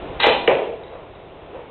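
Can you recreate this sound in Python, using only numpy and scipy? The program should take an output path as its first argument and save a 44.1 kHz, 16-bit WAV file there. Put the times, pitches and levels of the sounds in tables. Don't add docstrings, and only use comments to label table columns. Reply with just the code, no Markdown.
import sys
import numpy as np
from scipy import signal
from scipy.io import wavfile

SR = 44100
rng = np.random.default_rng(int(sys.argv[2]) if len(sys.argv) > 2 else 0)


def materialize(psi):
    bounded = np.clip(np.atleast_2d(psi).T, -1, 1)
    quanta = np.round(bounded * 32767).astype(np.int16)
    wavfile.write(sys.argv[1], SR, quanta)


def elevation(decibels):
    levels = np.asarray(decibels, float)
    return 10 ** (levels / 20)


N = 74970
TIME_S = np.arange(N) / SR


def rms_one(x):
    return x / np.sqrt(np.mean(x ** 2) + 1e-20)


def in_time(rows):
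    return np.interp(TIME_S, *np.transpose(rows))


def at_hz(points, hz):
    table_hz, value = np.transpose(points)
    return np.interp(np.log(hz), np.log(table_hz), value)


def filtered(x, order, hz, kind):
    return signal.sosfilt(signal.butter(order, hz, kind, fs=SR, output="sos"), x)


def click(start_s, level_db):
    return elevation(level_db) * (np.arange(N) == int(start_s * SR))


def ring(clicks, hz, t60_s):
    decay = elevation(-60 / (t60_s * SR))
    w = 2 * np.pi * hz / SR
    return signal.lfilter([0, np.sin(w)], [1, -2 * decay * np.cos(w), decay ** 2], clicks + 1e-18)


def thuds(rows, t60_s, overtone, overtone_db, snap_db):
    out = np.zeros(N)
    for start_s, level_db, hz in rows:
        blow = click(start_s, level_db)
        out += ring(blow, hz, t60_s)
        out += elevation(overtone_db) * ring(blow, overtone * hz, t60_s)
        out += elevation(snap_db) * ring(blow, 2700, 0.00083)
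    return out


def bands(count):
    edges_hz = 5600 * 2 ** (-np.arange(count + 1) / 3)
    settle = 4000
    white = rng.standard_normal((2, N + settle))
    for k, (high, low) in enumerate(zip(edges_hz, edges_hz[1:])):
        yield np.sqrt(low * high), filtered(white[k % 2], 2, [low, high], "band")[settle:]


# frequency in Hz, density in dB per Hz.
AIR_DB_PER_HZ = [(40, -6), (150, -5), (240, -11), (360, 0), (750, -5.5), (1600, -20), (2400, -18.5),
                 (4300, -25.5)]


def air():
    out = 0
    for hz, noise in bands(count=25):
        waver = np.interp(np.arange(N) / 2500, np.arange(40), rng.standard_normal(40))
        out = out + noise * elevation(at_hz(AIR_DB_PER_HZ, hz) + 0.43 * waver)
    return elevation(-39) * rms_one(out)


def thumps():
    first_s, per_s, length_s, level_db = 0.0285, 15.0, 0.0055, -39
    turn = (TIME_S - first_s) * per_s
    size = elevation(level_db + 2 * rng.standard_normal(40))[np.floor(turn).astype(int) + 1]
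    sag = -size * (turn % 1 < length_s * per_s)
    return filtered(sag, 2, [30, 170], "band")


# time in seconds, gain in dB.
GAIN_DB = [(0, 6), (.2, 6.5), (.3, 5.5), (.47, 1), (.5, -1.5), (1.7, -2)]


def background():
    return elevation(in_time(GAIN_DB)) * (air() + thumps())


# frequency in Hz, T60 in seconds.
WALLS_T60_S = [(150, 0.92), (430, 0.69), (700, 0.74), (1400, 0.49), (2500, 0.54), (4200, 0.67)]
# frequency in Hz, level in dB.
WALLS_DB = [(150, -4), (300, -13), (500, -7), (900, -4), (1500, -2), (2500, 2.5), (4000, -8.5)]


def basement(x):
    echo = 0
    for hz, noise in bands(count=17):
        echo = echo + noise * elevation(at_hz(WALLS_DB, hz) - 60 * TIME_S / at_hz(WALLS_T60_S, hz))
    build_up = 1 - np.exp(-(TIME_S / 0.0027) ** 2)
    return signal.fftconvolve(x, echo * build_up)[:N]


# start in seconds, level in dB, pitch in Hz.
TICK_BLOWS = [
    (.835, -38.5, 3780),
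    (.88, -41.5, 3890),
    (.91, -54, 2610),
    (1.15, -44.5, 3750),
    (1.545, -54, 2450),
    (1.61, -48, 2220),
]


def ticks():
    direct = thuds(TICK_BLOWS, t60_s=0.027, overtone=0.552, overtone_db=-6, snap_db=-24)
    return direct, elevation(-27) * direct


# start in seconds, level in dB, pitch in Hz.
SHUFFLE_BLOWS = [(.808, -29.5, 506), (.909, -31.5, 530), (.93, -29, 593), (.95, -28.5, 500),
                 (.975, -40, 444), (1.025, -38, 530), (1.493, -33.5, 600), (1.531, -27, 430),
                 (1.546, -24, 499), (1.565, -33, 550), (1.6, -37, 546)]


def shuffles():
    direct = thuds(SHUFFLE_BLOWS, t60_s=0.03, overtone=0.7, overtone_db=-24, snap_db=-6)
    broad = thuds(SHUFFLE_BLOWS, t60_s=0.014, overtone=1.7, overtone_db=-13.5, snap_db=-13.5)
    return direct, elevation(-17) * broad


# time in seconds, level in dB.
SCRAPE_DB = [
    (.1945, -41),
    (.1975, -28.5),
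    (.2015, -10.5),
    (.209, -24.5),
    (.217, -31.5),
    (.236, -12),
    (.246, -27.5),
    (.267, -21),
    (.29, -39.5),
]
# frequency in Hz, level in dB, T60 in seconds.
BLADE_MODES = [(895, 0, 0.0071), (1357, -5, .004), (1984, 3, 0.0037), (2335, 5.5, 0.0034),
               (2810, 5, 0.0034), (3400, 7, .004), (4050, 10, 0.0087)]


def scrape():
    grits_per_s, spread_db = 4100, 1.5
    caught = rng.random(N) < grits_per_s / SR
    size = elevation(spread_db * np.minimum(rng.exponential(1, N), 4))
    grit = rms_one(caught * size * rng.choice([-1, 1], N))
    touching = (TIME_S > SCRAPE_DB[0][0]) & (TIME_S < SCRAPE_DB[-1][0])
    grit = grit * elevation(in_time(SCRAPE_DB)) * touching
    mode = rng.integers(0, len(BLADE_MODES), N)
    direct = np.zeros(N)
    for k, (hz, level_db, t60_s) in enumerate(BLADE_MODES):
        direct += elevation(level_db - 15) * ring(grit * (mode == k), hz, t60_s)
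    return direct, elevation(-25) * direct


# start in seconds, level in dB, pitch in Hz.
SLAP_BLOWS = [
    (.2425, -4, 829),
    (.2468, -7, 622),
    (.256, -13, 950),
    (.2645, -11.5, 650),
    (.2682, -0.5, 440),
    (.280, -6.5, 485),
    (.284, -13.5, 864),
]


def slaps():
    direct = thuds(SLAP_BLOWS, t60_s=0.023, overtone=1.47, overtone_db=-9, snap_db=-10)
    broad = thuds(SLAP_BLOWS, t60_s=0.0077, overtone=0.84, overtone_db=-7, snap_db=-3.5)
    return direct, elevation(-22) * broad


# start in seconds, level in dB, pitch in Hz.
PAD_BLOWS = [
    (.4795, -3.5, 441),
    (.4817, -3, 450.5),
    (.4858, -4, 470),
    (.4905, -5.5, 399),
    (.4925, -5, 472),
    (.4965, -7, 565),
    (.5115, -3.5, 452),
    (.516, -12.5, 570),
    (.57, -7.5, 454),
    (.642, -16, 406),
]


def pad_hits():
    direct = thuds(PAD_BLOWS, t60_s=0.0274, overtone=1.35, overtone_db=-4.5, snap_db=-14)
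    broad = thuds(PAD_BLOWS, t60_s=0.02, overtone=1.4, overtone_db=-12, snap_db=-12)
    return direct, elevation(-24.5) * broad


# frequency in Hz, level in dB, T60 in seconds.
BALL_MODES = [(2900, 0, .016), (1900, 0, .02), (2350, -8, .045), (3500, -10, .014), (1150, -10, .015)]


def crack():
    start_s, level_db = 0.4738, -6.5
    shell = np.zeros(N)
    for hz, mode_db, t60_s in BALL_MODES:
        shell += ring(click(start_s + 6.4 / hz, level_db + mode_db), hz, t60_s)
    to_walls = ring(click(start_s, -25), 2360, 0.0015)
    boom = ring(click(0.528, -29), 140, 0.14)
    return shell, to_walls, boom


def scene():
    behind = background()
    tick, tick_walls = ticks()
    gear, gear_walls = shuffles()
    drag, drag_walls = scrape()
    slap, slap_walls = slaps()
    pad, pad_walls = pad_hits()
    shell, shell_walls, boom = crack()
    wet = basement(drag_walls + slap_walls)
    wet += basement(shell_walls + pad_walls)
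    wet += basement(gear_walls + tick_walls)
    play = drag + slap + shell + pad + gear + tick + wet
    mic_low_hz = 346
    return (filtered(play, 3, mic_low_hz, "high") + boom + behind)[None]


def low_pass(x):
    return signal.sosfilt(signal.butter(12, 15870, fs=SR, output="sos"), x)


def record(dry):
    knee_level, peak_level, cutoff_hz = 0.78, 0.705, 4960
    saturated = dry / (1 + (dry / knee_level) ** 4) ** 0.25
    narrow = signal.sosfilt(signal.cheby2(12, 75, cutoff_hz, fs=SR, output="sos"), saturated)
    mix = np.clip(narrow, -peak_level, peak_level)
    return low_pass(mix)


dry = scene()
out = record(dry)
materialize(out)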